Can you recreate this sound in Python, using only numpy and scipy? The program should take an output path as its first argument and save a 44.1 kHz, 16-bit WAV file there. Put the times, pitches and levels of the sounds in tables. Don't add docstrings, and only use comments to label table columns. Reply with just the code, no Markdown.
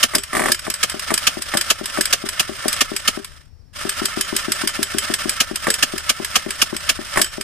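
import sys
import numpy as np
from scipy import signal
from scipy.fft import rfft, irfft
from scipy.io import wavfile

SR = 44100
rng = np.random.default_rng(int(sys.argv[2]) if len(sys.argv) > 2 else 0)


def bounce(signal):
    frames = np.transpose(np.atleast_2d(signal))
    limited = np.clip(frames, -1, 1)
    pcm = np.round(limited * 32767).astype(np.int16)
    wavfile.write(sys.argv[1], SR, pcm)


N = 327663
TIME_S = np.arange(N) / SR

# freq_hz, density_db
GEAR_SPECTRUM = [(150, -8), (450, -16), (650, -10.5), (930, -7), (1300, 5), (1750, -1), (2100, -6.5),
                 (3000, 0.5), (4400, -5.5), (5200, -1.5), (6300, -7.5), (7700, -8.5), (8600, -1.5),
                 (9600, -9.5), (15000, -20)]
# freq_hz, width_hz, gain_db
CASE_MODES = [(218, 73, -6), (583, 86, 10), (1370, 71, -29), (1793, 48, 4), (2067, 120, 2.5),
              (2960, 28, -22.5), (5060, 390, -5.5)]
OVERRUNS_S = [.152, .517, 7.243]
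# start_s, puff_db, clack_lag_s, clack_db
LABOURED_TURNS = [(.941, -22.5, .053, -14.5), (1.369, -20.5, .0507, -12), (1.81, -21, .0462, -11.5),
                  (2.237, -19.5, .051, -10), (2.492, -20, 0.072, -29), (2.915, -19, 0.048, -9),
                  (3.172, -20, .0727, -19.5), (3.85, -17, .0423, -7.5), (5.51, -18.5, .047, -10),
                  (5.935, -18, .0436, -12.5), (6.198, -19, .0474, -10), (6.462, -18, .043, -12),
                  (6.727, -17, .0372, -14), (6.989, -21, .078, -29.5), (7.379, -22, .031, -14.5)]
# start_s, period_s, turn_count
STEADY_RUN = (4.016, .1548, 9)
# start_s, knock_db, blow_db
FIRINGS = [(.135, -19.5, -42.5), (0.147, -14, -18), (.330, -14.5, -23), (0.35, -12, -29),
           (0.367, -10.5, -20.5), (.394, -11, -14), (0.418, -15.5, -31.5), (0.437, -15, -22),
           (.457, -12, -21.5), (.484, -13, -15), (0.666, -20.5, -18.5), (1.104, -12.5, -13),
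           (1.537, -12.5, -11.5), (1.972, -15.5, -13), (2.643, -27, -13.5), (5.668, -11.5, -13),
           (7.158, -16, -20), (7.172, -6.5, -31), (7.192, -17, -19)]
# freq_hz, level_db, t60_s
PIPE_MODES = [(209.7, 1, 0.037), (328.4, -1.5, 0.061), (388.2, -8.5, 0.12), (615.5, 0, 0.048),
              (769, -4, 0.043), (1005, -5, .04), (1137, -4, 0.068), (1497, 5, 0.025), (1509, 13.5, 0.011),
              (1766, -7, 0.068), (2074, -10.5, 0.059), (2300, -18.5, 0.0092)]
# start_s, level_db, first_gap_s, first_loss_db, clack_count
DRIVE_RATTLES = [(0.1508, -1.5, .0308, 10.5, 3), (0.5182, 0, .027, 14, 3), (0.7, -8, .0392, 5, 2),
                 (1.1392, -3.5, 0.037, 3.5, 2), (1.5707, -3.5, .0398, 3, 2), (2.009, -3, 0.045, 5, 2),
                 (2.681, -3, .0464, 4.5, 2), (5.702, -3.5, 0.037, 3.5, 2), (7.215, 1, 0.028, 13.5, 2)]
# start_s, level_db
LONE_CLACK = (.8964, -13)
# freq_hz, density_db
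CLACK_SPECTRUM = [(590, -46.5), (1000, -3.5), (1680, 0), (2340, 0), (3040, -3), (3300, -3), (4440, -8.5),
                  (4920, 0), (6050, -11), (8250, -6.5), (11500, -9.5), (14500, -20), (15500, -37.5)]
# freq_hz, level_db, t60_s
METAL_MODES = [(1697, -4, .027), (2400, -36, 1.1), (3090, -18, .19), (4760, -10, .038), (5040, -10, .059),
               (5440, -36, 1.6), (6740, -28, .3), (7980, -13, .15), (8300, -5.5, .027), (8480, -1, .036),
               (9600, -10, .03), (11180, -15, .05), (12470, -26, .14), (14050, -24, .07)]
# start_s, level_db
DRIVE_SLIPS = [(.0287, -3), (.829, -7), (1.2682, -4.8), (1.7012, -4.8), (2.1265, -4.8), (2.395, -7),
               (2.807, -5), (3.0755, -6.8), (5.402, -5.5), (5.825, -5.6), (6.0925, -5.7), (6.3548, -5),
               (6.616, -5.3), (6.891, -5.8)]
# freq_hz, density_db
SKID_SPECTRUM = [(530, -61.5), (900, -22.5), (1240, -1), (1450, -10.5), (1820, -2.5), (1930, -26),
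                 (2120, -7), (2930, 0.5), (3710, -8), (5310, -4), (11900, -14), (15500, -25)]
# freq_hz, density_db
SHUDDER_SPECTRUM = [(100, -14), (220, 4), (350, -2), (470, -1), (700, 4), (1000, -10), (1300, -3),
                    (2200, -21.5)]
# freq_hz, density_db
RUMBLE_SPECTRUM = [(12, -40.5), (20, -4), (51, -9.5), (72, -6.5), (115, -12.5), (143, -16.5), (294, -30.5),
                   (2410, -47), (3500, -50), (5380, -41.5), (6360, -51.5), (15000, -59)]
# time_s, pitch_hz, level_db
CHIRP_CONTOUR = [(3.565, 4200, -81), (3.585, 5470, -64.5), (3.603, 5400, -66), (3.618, 4800, -63.5),
                 (3.635, 4200, -88), (3.655, 4700, -72), (3.672, 5470, -60), (3.69, 5400, -86)]
# freq_hz, correlation (clipped to +-1 in use)
MIC_CORRELATION = [(40, -1.3), (200, -2.75), (1200, 0.5), (2500, 0.89), (5000, -0.08), (12000, 0.4)]
# freq_hz, balance_db
MIC_BALANCE = [(40, 21.5), (200, 18), (400, 11.5), (700, 6), (1200, -2.5), (2500, -3), (5000, -1.5),
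               (8000, 1), (14000, 0.5)]
# freq_hz, lead_rad
MIC_PHASE = [(30, -1.1), (260, -1.7), (600, -1.67), (1200, -0.79), (2900, 0.97), (15000, -1.13)]

PUFF_LEAD_S, SLIP_LEAD_S, POP_LEAD_S = .034, .0071, .0101
SQUEEZE_S, SAG_S = .024, .042
FREE_MESH_HZ, SAG_SHARE = 562, .235
GEAR_DB, COAST_DB, COAST_DB_PER_S = -31.5, -9, -43
WHINE_DB, WHINE_IDLE_SHARE = -1.5, .18
OFF_S, REST_S, ON_S = 3.16, 3.41, 3.729
BRAKE_S, SETTLE_S, SPIN_UP_S = .025, .05, .028
SLIP_S, SLIP_EASE_DB, SLIP_EASE_S = .011, -6.5, .2
OVERRUN_EASE_DB, OVERRUN_EASE_S = -8, .33
STEADY_PUFF_DB, STEADY_LAG_S, STEADY_CLACK_DB = -16, .0383, -5
PUFF_MID_DB, PUFF_MID_DB_PER_DB = -11.5, 1.62
PORT_DELAY_S = .012
KNOCK_DB, KNOCK_DB_PER_DB, RING_DB = -12, .44, -8
RATTLE_GAP_RATIO = 1.72
HUM_HZ, HUM_DB = 76, -53.5
CUTOFF_HZ = 15400


def starter():
    compressions_s = ([s - PUFF_LEAD_S for s, *_ in turns()] + [s - SLIP_LEAD_S for s, _ in DRIVE_SLIPS]
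                      + [s - POP_LEAD_S for s, *_ in FIRINGS])
    nearest_s = np.min(abs(TIME_S - np.array(compressions_s)[:, None]), axis=0)
    load = np.exp(-(nearest_s / SQUEEZE_S) ** 2)
    sag = SAG_SHARE * np.exp(-(nearest_s / SAG_S) ** 2)
    mesh_cycles = np.cumsum(FREE_MESH_HZ * (1 - sag + .012 * drift(18) + .005 * drift(250))) / SR
    harmonics = enumerate([0, -8, -8, -12, -11], start=3)
    teeth = sum(amp(db) * np.sin(2 * np.pi * k * mesh_cycles) for k, db in harmonics)
    whine = unit(gear_case(teeth)) * amp(2.8 * drift(76))
    whine *= amp(WHINE_DB) * (WHINE_IDLE_SHARE + (1 - WHINE_IDLE_SHARE) * load)
    rattle = unit(amp(.99 * drift(290) + 2.8 * drift(40)))
    grind = unit(gear_case(noise(GEAR_SPECTRUM))) * rattle * (amp(2.5) + amp(-5) * load)
    strain = band(unit(gear_case(noise(GEAR_SPECTRUM))) * rattle, 3400, "low")
    return gear_gain() * (grind + amp(-13) * load * strain + whine)


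def gear_case(x):
    return x + sum(amp(db) * signal.lfilter(*signal.iirpeak(hz, hz / width_hz, SR), x)
                   for hz, width_hz, db in CASE_MODES)


def gear_gain():
    slip_db = SLIP_EASE_DB * unloading([s for s, _ in DRIVE_SLIPS], SLIP_EASE_S)
    overrun_db = OVERRUN_EASE_DB * unloading(OVERRUNS_S, OVERRUN_EASE_S)
    since_off_s, since_rest_s, since_on_s = (np.maximum(TIME_S - s, 0) for s in (OFF_S, REST_S, ON_S))
    braking = np.exp(-since_off_s / BRAKE_S)
    powered = braking + 1 - np.exp(-since_on_s / SPIN_UP_S)
    settling = np.exp(-since_rest_s / SETTLE_S)
    coasting = amp(COAST_DB + COAST_DB_PER_S * since_off_s) * (1 - braking) * settling
    return amp(GEAR_DB) * (powered * amp(np.minimum(slip_db, overrun_db)) + coasting)


def unloading(starts_s, length_s):
    grid_s = TIME_S[::100]
    since_s = np.maximum(grid_s - np.array(starts_s)[:, None], 0)
    slack = (1 - np.exp(-since_s / .014)) * np.exp(-(since_s / length_s) ** 3)
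    return np.interp(TIME_S, grid_s, slack.max(0))


def turns():
    start_s, period_s, count = STEADY_RUN
    steady = [(start_s + k * period_s, STEADY_PUFF_DB, STEADY_LAG_S, STEADY_CLACK_DB)
              for k in range(count)]
    return LABOURED_TURNS + steady


def exhaust():
    pulses, hiss, rush, echo = np.zeros((4, N))
    t = TIME_S[:SR // 12]
    for s, db, *_ in turns():
        mid_db = PUFF_MID_DB + PUFF_MID_DB_PER_DB * (STEADY_PUFF_DB - db)
        add(pulses, s, amp(db + 1.5) * pipe(mid_db, crack_db=-21, spread=.012, glide=.16))
        add(rush, s, amp(db - 8) * np.exp(-t / .002))
    for s, knock_db, blow_db in FIRINGS:
        knock = pipe(mid_db=1.8, crack_db=8.05, spread=.014, glide=.41)
        blow = pipe(mid_db=.94, crack_db=-15.5, spread=.06, glide=.17)
        add(pulses, s, amp(knock_db - 9) * knock)
        add(pulses, s + PORT_DELAY_S, amp(blow_db - .5) * blow)
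        add(rush, s, amp(knock_db - 14) * np.exp(-t / .014))
        add(hiss, s, amp(knock_db - 8) * (1 - np.exp(-t / .0015)) * np.exp(-t / .015))
    turbulence = unit(signal.fftconvolve(rng.standard_normal(N), pipe(mid_db=4, crack_db=2))[:N])
    direct = pulses + rush * turbulence
    add(echo, .022, amp(-7.5) * band(direct, 610, "low"))
    hiss_spectrum = [(1000, -2), (3000, -5.5), (6400, -9.5), (8500, 1), (11500, -9.5), (15000, -19)]
    return direct + echo + hiss * noise(hiss_spectrum)


def pipe(mid_db, crack_db, spread=0, glide=0):
    t = TIME_S[:SR // 6]
    hz, db, t60_s = np.transpose(PIPE_MODES)[:, :, None]
    db = db + curve([(400, .0067), (620, mid_db), (1200, crack_db)], hz)
    hz = hz * (1 + spread * rng.standard_normal(hz.shape))
    attack = 1 - np.exp(-(t * (hz + 250) / 1.43) ** 2)
    polarity = (-1) ** np.arange(len(hz))[:, None]
    swept_s = np.cumsum(1 + glide * np.exp(-t / .0018)) / SR
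    return (polarity * amp(db - 60 * t / t60_s) * attack * np.sin(2 * np.pi * hz * swept_s)).sum(0)


def clacks():
    out, t = np.zeros((2, N)), TIME_S[:SR // 2]
    hz, mode_db, t60_s = np.transpose(METAL_MODES)[:, :, None]
    ring = amp(mode_db - 60 * t / t60_s) * (1 - np.exp(-t / .0011))
    impact = (1 - np.exp(-(t / .0022) ** 2)) * (np.exp(-t / .0029) + amp(-14) * np.exp(-t / .01))
    for s, db in clack_events():
        burst = noise(CLACK_SPECTRUM, size=len(t)) * impact
        chatter = band(burst, 4000, "high")
        knock = amp(KNOCK_DB - KNOCK_DB_PER_DB * db) * band(burst, 3500, "low")
        phase_cycles = rng.random((len(hz), 1)) + .11 * rng.random((2, len(hz), 1))
        strike = amp(3.5 * rng.standard_normal((len(hz), 1)))
        metal = (strike * ring * np.sin(2 * np.pi * (hz * t + phase_cycles))).sum(1)
        add(out, s - .0004, amp(db) * (amp(4) * (chatter + knock) + amp(RING_DB) * metal))
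    return out


def clack_events():
    events = [LONE_CLACK] + [(s + lag_s, db) for s, _, lag_s, db in turns()]
    for s, db, gap_s, loss_db, count in DRIVE_RATTLES:
        for k in range(count):
            delay_s = gap_s * (RATTLE_GAP_RATIO ** k - 1) / (RATTLE_GAP_RATIO - 1)
            events.append((s + delay_s, db - loss_db * np.sqrt(k)))
    return events


def slips():
    skid, shudder = np.zeros((2, N))
    t = TIME_S[:SR // 8]
    decay = 1 / np.sqrt(1 + (t / SLIP_S) ** 6) + amp(-38) * np.exp(-t / .016)
    envelope = (1 - np.exp(-(t / .0027) ** .83)) * decay
    for s, db in DRIVE_SLIPS:
        add(skid, s - .0005, amp(db) * envelope)
        add(shudder, s + .0055, amp(db) * envelope)
    catches = unit(amp(.32 * drift(600)))
    return amp(-1) * skid * catches * noise(SKID_SPECTRUM) + amp(-17) * shudder * noise(SHUDDER_SPECTRUM)


def boot(x, t60_s=.078, taps_per_s=2000):
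    t = TIME_S[:SR // 4]
    taps = rng.standard_normal((2, len(t))) * (rng.random((2, len(t))) < taps_per_s / SR)
    taps *= (t > .003) * amp(-60 * t / t60_s)
    return signal.fftconvolve(x, taps / np.linalg.norm(taps[0]), axes=1)[:, :N]


def bird():
    s, hz, db = np.transpose(CHIRP_CONTOUR)
    pitch_hz = np.interp(TIME_S, s, hz) * (1 + .017 * drift(400))
    envelope = amp(np.interp(TIME_S, s, db)) * (TIME_S > s[0]) * (TIME_S < s[-1])
    return envelope * np.sin(2 * np.pi * np.cumsum(pitch_hz) / SR)


def outdoors():
    hum = amp(HUM_DB) * np.sin(2 * np.pi * HUM_HZ * TIME_S + .49 * drift(3))
    return amp(-46.5) * noise(RUMBLE_SPECTRUM) + hum


def noise(spectrum, size=N):
    hz = np.fft.rfftfreq(size, 1 / SR)
    left, independent = rfft(rng.standard_normal((2, size)))
    correlation = np.clip(curve(MIC_CORRELATION, hz), -1, 1)
    right = correlation * left + np.sqrt(1 - correlation ** 2) * independent
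    return unit(irfft(np.array([left, right]) * amp(curve(spectrum, hz)), size))


def drift(rate_hz):
    hz = np.fft.rfftfreq(N, 1 / SR)
    return unit(irfft(rfft(rng.standard_normal(N)) / (1 + (hz / rate_hz) ** 4), N))


def band(x, hz, kind):
    return signal.sosfilt(signal.butter(3, hz, kind, fs=SR, output="sos"), x)


def curve(points, hz):
    freq_hz, value = np.transpose(points)
    return np.interp(np.log(hz + 1), np.log(freq_hz + 1), value)


def add(mix, start_s, sound):
    part = mix[..., max(round(start_s * SR), 0):][..., :sound.shape[-1]]
    part += sound[..., :part.shape[-1]]


def amp(db):
    return 10 ** (np.asarray(db) / 20)


def unit(x):
    return x / np.sqrt(np.mean(x ** 2) + 1e-20)


def scene():
    truck = exhaust() + clacks() + slips() + starter()
    return truck + amp(-14.5) * boot(truck) + bird() + outdoors()


def record(dry):
    hz = np.fft.rfftfreq(N, 1 / SR)
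    balance = amp(curve(MIC_BALANCE, hz))
    response = 2 * np.array([balance, np.exp(-1j * curve(MIC_PHASE, hz))]) / (1 + balance)
    heard = irfft(rfft(dry) * response, N)
    clipped = heard / (1 + heard ** 6) ** (1 / 6)
    lowpass = signal.firwin(255, CUTOFF_HZ, window=("kaiser", 8), fs=SR)
    return signal.oaconvolve(clipped, lowpass[None], "same")


dry = scene()
out = record(dry)
bounce(out)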